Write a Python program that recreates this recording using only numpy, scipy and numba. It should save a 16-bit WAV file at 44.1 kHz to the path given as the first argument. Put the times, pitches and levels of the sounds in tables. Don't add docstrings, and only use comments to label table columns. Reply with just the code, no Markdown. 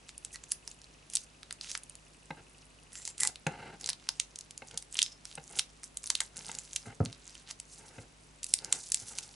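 import sys
import numpy as np
from scipy import signal
from scipy.fft import rfft, irfft, next_fast_len
from scipy.io import wavfile
from scipy.ndimage import uniform_filter1d
from numba import njit

SR = 44100
rng = np.random.default_rng(int(sys.argv[2]) if len(sys.argv) > 2 else 0)


def store_pcm(level_fs):
    pcm = np.round(np.clip(level_fs, -1, 1) * 32767).astype(np.int16)
    wavfile.write(sys.argv[1], SR, np.atleast_2d(pcm).T)


N = 412335

# (time [s], level [dB], ring pitch [Hz], low part re level [dB])
SHARP_CRACKS = [(0.0911, -27.5, 4900, -9), (0.1787, -29, 10000, -21), (0.248, -23, 8500, -16),
                (0.3575, -25, 4500, -6), (0.4373, -29, 6560, -7), (0.5179, -11, 9600, -46),
                (0.521, -21.5, 9700, -6), (0.6761, -24, 6060, -5.5), (0.714, -31.5, 7240, -23),
                (0.816, -37, 5940, -22), (0.842, -36, 4300, -20), (1.0995, -31.5, 8400, -30),
                (1.1356, -19.5, 8300, -45), (1.153, -11, 8000, -37), (1.158, -14.5, 8500, -39),
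                (1.169, -13.5, 7300, -21), (1.4304, -29, 3550, 0.5), (1.5082, -21.5, 3140, 0),
                (1.5255, -25, 7950, -8), (1.611, -26, 4400, -6), (1.7148, -21.5, 6040, -21),
                (1.7511, -17, 5230, 0.5), (1.775, -21.5, 9400, -16), (1.834, -29.5, 10000, -29),
                (1.8959, -28, 8400, -48), (1.953, -32.5, 8900, -37), (2.9541, -27, 7300, -9),
                (3.052, -22, 6860, -37), (3.076, -21, 7050, -4), (3.1797, -26.5, 7360, -14),
                (3.2019, -13.5, 7700, -35), (3.206, -14, 8700, -25), (3.2327, -9, 8200, -5),
                (3.2505, -16.5, 7740, -0.5), (3.2728, -9, 7700, -35), (3.357, -26.5, 3400, -15),
                (3.468, -21, 7000, -20), (3.8107, -26.5, 5700, -7), (3.8422, -23, 4300, -27),
                (3.8602, -20.5, 6100, -43), (3.8725, -18.5, 4270, -32), (3.8896, -13.5, 5570, -4.5),
                (3.8942, -16, 8800, -34), (3.901, -15.5, 4340, -34), (3.9312, -20, 3050, -11),
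                (4.089, -13.5, 4970, -5.5), (4.1985, -9.5, 5700, -15.5), (4.358, -25.5, 5740, -25),
                (4.3876, -25.5, 6900, -29), (4.409, -27.5, 6760, -31), (4.508, -28.5, 5770, -27),
                (4.577, -26.5, 7100, -36), (4.711, -25.5, 3250, -25), (4.775, -12, 7040, -22),
                (4.824, -29.5, 8750, -10), (4.9538, -23.5, 3270, -5), (4.972, -25, 4400, -15),
                (4.9895, -5.5, 3650, -37), (4.9945, -24, 6000, -40), (5.0174, -7, 3280, -36),
                (5.0276, -7.5, 5500, -49), (5.062, -27, 4340, -23), (5.253, -25, 5760, -9),
                (5.3529, -25.5, 8200, -24), (5.5882, -11.5, 6900, -28), (5.5928, -3.5, 6100, -9),
                (5.833, -29, 9750, -1.5), (5.9712, -19, 10400, -44), (6.04, -24, 7300, -4.5),
                (6.059, -28, 6560, -15), (6.0729, -20, 9600, -16), (6.1016, -7, 7400, -9),
                (6.152, -12, 4630, -18), (6.204, -8, 7140, -4.5), (6.2152, -23, 6850, 4.5),
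                (6.3674, -23, 6100, -10), (6.5153, -24, 6240, -5), (6.55, -20.5, 6260, -31),
                (6.586, -20.5, 6400, -30), (6.7313, -26.5, 6800, -15), (6.761, -10.5, 6500, -43),
                (7.0507, -27.5, 7500, -29), (7.0579, -25, 3850, -7), (7.1274, -28, 4130, -8),
                (7.352, -30, 3340, -19), (7.5098, -23.5, 5460, -9), (7.5993, -24, 8200, -35),
                (8.431, -22.5, 7800, -38), (8.4425, -18, 7360, -48), (8.465, -27, 7300, -31),
                (8.538, -4.5, 9200, -58), (8.588, -26.5, 4740, -43), (8.646, -20.5, 7300, -29),
                (8.7256, -5.5, 7400, -12), (8.919, -9, 8340, -20), (8.944, -9, 7700, -39),
                (9.0826, -34, 8700, -30), (9.152, -31.5, 6840, -42), (9.1854, -15, 6170, -11)]


def cracks(creep_s=0.003, creep_db=-16, tear_s=0.0043, tear_db=-7):
    s, db, hz, low_db = np.transpose(SHARP_CRACKS)[:, :, None]
    draws = rng.random((len(s), 6, 40)).transpose(1, 0, 2)
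    jitter, detune, phase, in_band, snap_phase, lag = draws
    part = np.arange(40) // 8
    stage = [part < 2, part > 2]
    onset = s + 0.0006 + np.select(stage, [-creep_s, tear_s]) * lag[:, part] + 0.0003 * jitter
    part_db = np.select(stage, [creep_db, tear_db]) - 6 * np.abs(onset - s) / tear_s
    band_hz = 2200 + 9300 * (np.arange(40) % 8 + in_band) / 8
    near_db = -7 * np.abs(np.log2(band_hz / hz))
    snap = rings(onset, band_hz, 0.0022, undb(db + part_db + near_db - 3.5), snap_phase)
    main = onset[:, 16:19]
    ping = rings(main, hz * (1 + 0.24 * (detune[:, :3] - 0.5)), 0.004, undb(db - 8), phase[:, :3])
    low_hz = 900 + 1600 * (np.arange(3) + detune[:, 3:6]) / 3
    low = rings(main, low_hz, 0.0094, undb(db + low_db - 14.5), phase[:, 3:6])
    return butter_filter(ping + snap, 3, 2300, "high") + low


def peeling(idle_db=-67.5, trail_db=-32.5, trail_t60_s=0.095, patchy_db=4.5):
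    # (start [s], end [s], level [dB])
    peels = [(0.09, 0.1, -51), (0.246, 0.256, -50), (0.338, 0.358, -50), (0.508, 0.524, -43.5),
             (0.656, 0.73, -58.5), (1.12, 1.17, -45.5), (1.63, 1.75, -47), (2.93, 3, -54.5),
             (3.075, 3.105, -49.5), (3.205, 3.27, -39), (3.804, 3.92, -52), (3.994, 4.22, -58),
             (4.67, 4.85, -59.5), (4.928, 5.02, -44.5), (5.27, 5.33, -52.5), (5.423, 5.6, -56.5),
             (5.565, 5.592, -41), (5.843, 5.863, -48.5), (6.036, 6.26, -49), (6.364, 6.5, -50.5),
             (6.48, 6.82, -52.5), (7.04, 7.28, -61), (7.281, 7.42, -54), (7.485, 7.505, -47),
             (7.695, 7.9, -60), (8.434, 10, -55.5), (8.89, 9.2, -50), (9.073, 9.06, -46)]
    # (start [s], end [s], level [dB])
    swishes = [(0.33, 0.36, -52.5), (1.18, 1.24, -54.5), (1.63, 1.76, -50), (2.93, 3.1, -53),
               (3.2, 3.29, -47), (5.03, 5.07, -51), (5.07, 5.125, -58.5), (5.565, 5.59, -51),
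               (6.48, 6.6, -64), (6.78, 6.95, -64), (7.48, 7.51, -56), (7.68, 8.03, -63), (8.49, 8.57, -51),
               (8.73, 8.87, -50), (8.92, 9.03, -51.5), (9.07, 9.13, -51), (9.235, 9.265, -52.5)]
    t = np.arange(0, N / SR, 1 / 500)
    s, crack_db = np.transpose(SHARP_CRACKS)[:2, :, None]
    trails = undb(crack_db + trail_db - 60 * np.abs(t - s) / trail_t60_s) * (t > s)
    ticks = swells(peels, t, rise_db_per_s=1000, fall_db_per_s=750) + undb(idle_db) ** 2
    grip = uniform_filter1d(rng.standard_normal(len(t)), size=9) * 3
    swish = swells(swishes, t, rise_db_per_s=892, fall_db_per_s=892) * undb(patchy_db * grip) ** 2
    swish += np.sum(trails ** 2, axis=0) + 1e-12
    return [np.interp(np.arange(N) / SR, t, 10 * np.log10(power)) for power in (ticks, swish)]


def crackle(db, t60_s, per_s, scatter_db, spread_oct):
    # (frequency [Hz], gain [dB])
    tone = [(700, -7.5), (2000, -8), (4300, -5), (5900, -1), (7500, -0.5), (9000, -1), (11200, -3)]
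    when, rarity, phase = rng.random((int(per_s * N / SR), 3)).T
    s = when * N / SR
    crack_s, _, ring_hz, _ = np.transpose(SHARP_CRACKS)
    centre_hz = ring_hz[np.maximum(np.searchsorted(crack_s, s) - 1, 0)]
    hz = np.minimum(centre_hz * 2 ** (spread_oct * rng.standard_normal(len(s))), 12000)
    size = undb(-scatter_db * np.log(rarity + 0.0015))
    return level(colour(rings(s, hz, t60_s, size, phase), tone), db)


def taut_tape(db):
    # (start [s], end [s], pitch [Hz], level re crackle [dB])
    spans = [(.343, 0.362, 1960, -2.5), (0.524, 0.526, 1950, -1.5), (2.93, 3.024, 1950, -9),
             (2.95, 3.285, 7480, -2), (3.2, 3.265, 2030, -4.5), (3.245, 3.285, 850, -12),
             (4.987, 5.004, 3460, 0), (5.021, 5.024, 3050, 2), (5.033, 5.177, 5270, 0.5)]
    t = np.arange(N) / SR
    noise = rng.standard_normal(N)
    hum = np.zeros(N)
    for start, end, hz, span_db in spans:
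        band = butter_filter(noise, 1, [0.97 * hz, 1.006 * hz], "band")
        hum += level(band, span_db) * (t > start) * (t < end)
    return undb(db) * hum


def table_top():
    # (frequency [Hz], level [dB], t60 [s])
    modes = [(154, -6, 0.099), (235, -8.5, 0.054), (304, -3.5, 0.033), (499, -1, 0.049), (831, 3, 0.053),
             (1525, 5.5, 0.014), (2100, 1, 0.024), (2680, 2, 0.019), (3900, -3, 0.018)]
    hz, mode_db, t60 = np.transpose(modes)
    return stem_knocks(hz, mode_db, t60) + hand_drag(hz, mode_db, t60)


def stem_knocks(hz, mode_db, t60):
    # (time [s], level [dB], treble re level [dB])
    knocks = [(2.305, -31, -1), (3.466, -20.5, -0.5), (4.62, -37.5, 0.5), (4.737, -39.5, -10),
              (5.376, -37, 3), (6.378, -43, -9), (6.493, -38.5, 4), (7.983, -37, -5)]
    s, db, treble_db = np.transpose(knocks)[:, :, None, None]
    lag, phase, detune = rng.random((len(s), 3, 3, len(hz))).swapaxes(0, 1)
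    tilt_db = treble_db * np.clip(np.log2(hz / 410), 0, 1)
    gain = undb(db + mode_db + tilt_db - 11.5)
    return rings(s + 0.007 * lag ** 2, hz * (1 + 0.14 * (detune - 0.5)), 0.88 * t60, gain, 0.31 * phase)


def hand_drag(hz, mode_db, t60, damping=0.35):
    # (start [s], end [s], level [dB])
    drags = [(2.368, 2.41, -52), (3.099, 3.108, -54.5), (3.215, 3.302, -54), (3.461, 3.76, -49),
             (3.799, 3.925, -58.5), (4.703, 4.795, -60.5), (5.498, 5.607, -56), (6.334, 6.598, -60.5),
             (6.854, 6.932, -54.5), (7.774, 8.053, -60.5), (8.591, 8.805, -55), (9.002, 9.311, -61)]
    body = rings(0., hz, damping * t60, undb(mode_db - 7.5 * np.abs(np.log2(hz / 1180))), 0.)[:SR // 4]
    body /= np.sqrt(np.sum(body ** 2))
    t = np.arange(N) / SR
    pressure = sum(undb(db) * np.sin(np.pi * np.clip((t - start) / (end - start), 0, 1)) ** 0.24
                   for start, end, db in drags)
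    stick_slip = uniform_filter1d(rng.standard_normal(N), size=600) * np.sqrt(600)
    grit = rng.standard_normal(N) * undb(3.5 * stick_slip) * pressure
    skin = butter_filter(grit, 2, [800, 4500], "band")
    return signal.fftconvolve(grit, body)[:N] + 0.14 * skin


def forearm_thumps():
    # (frequency [Hz], level [dB], t60 [s])
    modes = [(104, 1, 0.078), (117.55, -14, 0.28), (169.5, -14, 0.11), (242.85, -14.5, 0.17),
             (274, -9.5, 0.12), (416, -3.5, 0.025), (543, -10.5, 0.027), (698, -11, 0.053),
             (1280, -11.5, 0.025)]
    # (time [s], level [dB])
    pushes = [(6.87, -33.5), (7.003, -14.5), (7.981, -37.5), (9.019, -46)]
    hz, mode_db, t60 = np.transpose(modes)
    s, db = np.transpose(pushes)[:, :, None, None]
    lag, detune, phase = rng.random((len(s), 3, 12, len(hz))).swapaxes(0, 1)
    first = rings(s + 0.001, hz, t60, undb(db + mode_db - 5), 0.)
    later = 0.11 * lag ** 1.5
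    gain = undb(db + mode_db - 17 - 140 * later)
    settle = rings(s + 0.00283 + later, hz * (1 + 0.064 * (detune - 0.5)), 0.54 * t60, gain, phase)
    return uniform_filter1d(uniform_filter1d(first + settle, size=10), size=10)


def room(x, t60_s=0.17, mid_db=-14, width=0.54):
    t = np.arange(SR // 2) / SR
    fade = np.exp(-np.log(1000) * t / t60_s) * (1 - np.exp(-t / 0.00011))
    mid, side = rng.standard_normal((2, len(t)))
    mid = colour(mid, [(100, 1), (400, 7), (3000, -0.5), (11000, -5.5)]) * fade
    side = colour(side, [(60, -9), (1000, 4.5), (11000, 0)]) * fade
    gain = undb(mid_db) / np.sqrt(np.sum(mid ** 2))
    return np.array([signal.fftconvolve(x, gain * (mid + k * width * side))[:N] for k in (1, -1)])


def mains_hum():
    # (frequency [Hz], rms level [dB])
    lines = [(50, -66), (100, -75.5), (150, -71), (250, -77.5)]
    t = np.arange(N) / SR
    return sum(undb(db) * np.sqrt(2) * np.sin(2 * np.pi * (hz * t + rng.random())) for hz, db in lines)


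def microphone_hiss(mid_db=-62, side_db=-65):
    # (frequency [Hz], gain [dB])
    mid_tone = [(15, -52), (25, -13), (58, -5), (75, -11), (155, -9), (286, -10.5), (587, -14.5),
                (1640, -20.5), (2600, -19), (3030, -21), (10400, -25.5), (11500, -55), (15000, -90)]
    side_tone = [(25, -27), (239, -14), (1370, -17), (8030, -30), (11500, -32), (15000, -90)]
    mid, side = rng.standard_normal((2, N))
    mid = level(colour(mid, mid_tone), mid_db)
    side = level(colour(side, side_tone), side_db)
    return np.array([mid + side, mid - side])


def camera_ticking(per_s=25, drop_at_s=3.3):
    s = np.arange(0.027, N / SR, 1 / per_s)[:, None]
    strong = np.arange(len(s))[:, None] % 2
    db = -64 + 5 * rng.random((len(s), 2)) + 6 * strong - 10 * (s > drop_at_s)
    return rings(s, hz=[2590, 2850], t60=[0.07, 0.025], gain=undb(db + [-5, 0]), turn=0.)


def undb(db):
    return 10 ** (np.asarray(db) / 20)


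def level(x, db):
    return x * undb(db) / np.sqrt(np.mean(x ** 2))


def butter_filter(x, order, hz, kind):
    return signal.sosfilt(signal.butter(order, hz, kind, fs=SR, output="sos"), x)


def colour(x, shape):
    hz, db = np.transpose(shape)
    size = next_fast_len(len(x))
    f = np.maximum(np.arange(size // 2 + 1) * SR / size, 1)
    return irfft(rfft(x, size) * undb(np.interp(np.log(f), np.log(hz), db)), size)[:len(x)]


def swells(events, t, rise_db_per_s, fall_db_per_s):
    start, end, db = np.transpose(events)[:, :, None]
    db = db - rise_db_per_s * np.maximum(start - t, 0) - fall_db_per_s * np.maximum(t - end, 0)
    return np.sum(undb(db) ** 2, axis=0)


@njit
def sum_sines(start, pole, size, length, n):
    out = np.zeros(n)
    for k in range(len(start)):
        z = size[k]
        for i in range(start[k], min(start[k] + length[k], n)):
            out[i] += z.imag
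            z *= pole[k]
    return out


def rings(s, hz, t60, gain, turn):
    t60 = np.maximum(t60, 1e-4)
    s, hz, t60, gain, turn = (a.ravel() for a in np.broadcast_arrays(s, hz, t60, gain, turn))
    pole = np.exp(2j * np.pi * hz / SR - np.log(1000) / (t60 * SR))
    size = gain * np.exp(2j * np.pi * turn)
    return sum_sines((s * SR).astype(np.int64), pole, size, (t60 * SR).astype(np.int64), N)


def scene(tape_right_db=1.64):
    peel_db, swish_db = peeling()
    tape = cracks() + crackle(peel_db, t60_s=0.002, per_s=7000, scatter_db=6, spread_oct=0.86)
    tape += taut_tape(np.maximum(peel_db, swish_db))
    tape += crackle(swish_db, t60_s=0.0035, per_s=4000, scatter_db=2.5, spread_oct=0.55)
    tape = butter_filter(tape, 2, 600, "high")
    wood = butter_filter(table_top() + forearm_thumps(), 5, 90, "high")
    pan = undb(np.array([[-0.5], [0.5]]) * tape_right_db)
    return tape * pan + wood + room(tape + wood) + mains_hum() + microphone_hiss() + camera_ticking()


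def record(dry, edge_hz=11000, top_hz=12145):
    edge = signal.ellip(6, 0.5, 28, edge_hz, fs=SR, output="sos")
    return butter_filter(signal.sosfilt(edge, dry), 12, top_hz, "low")


dry = scene()
out = record(dry)
store_pcm(out)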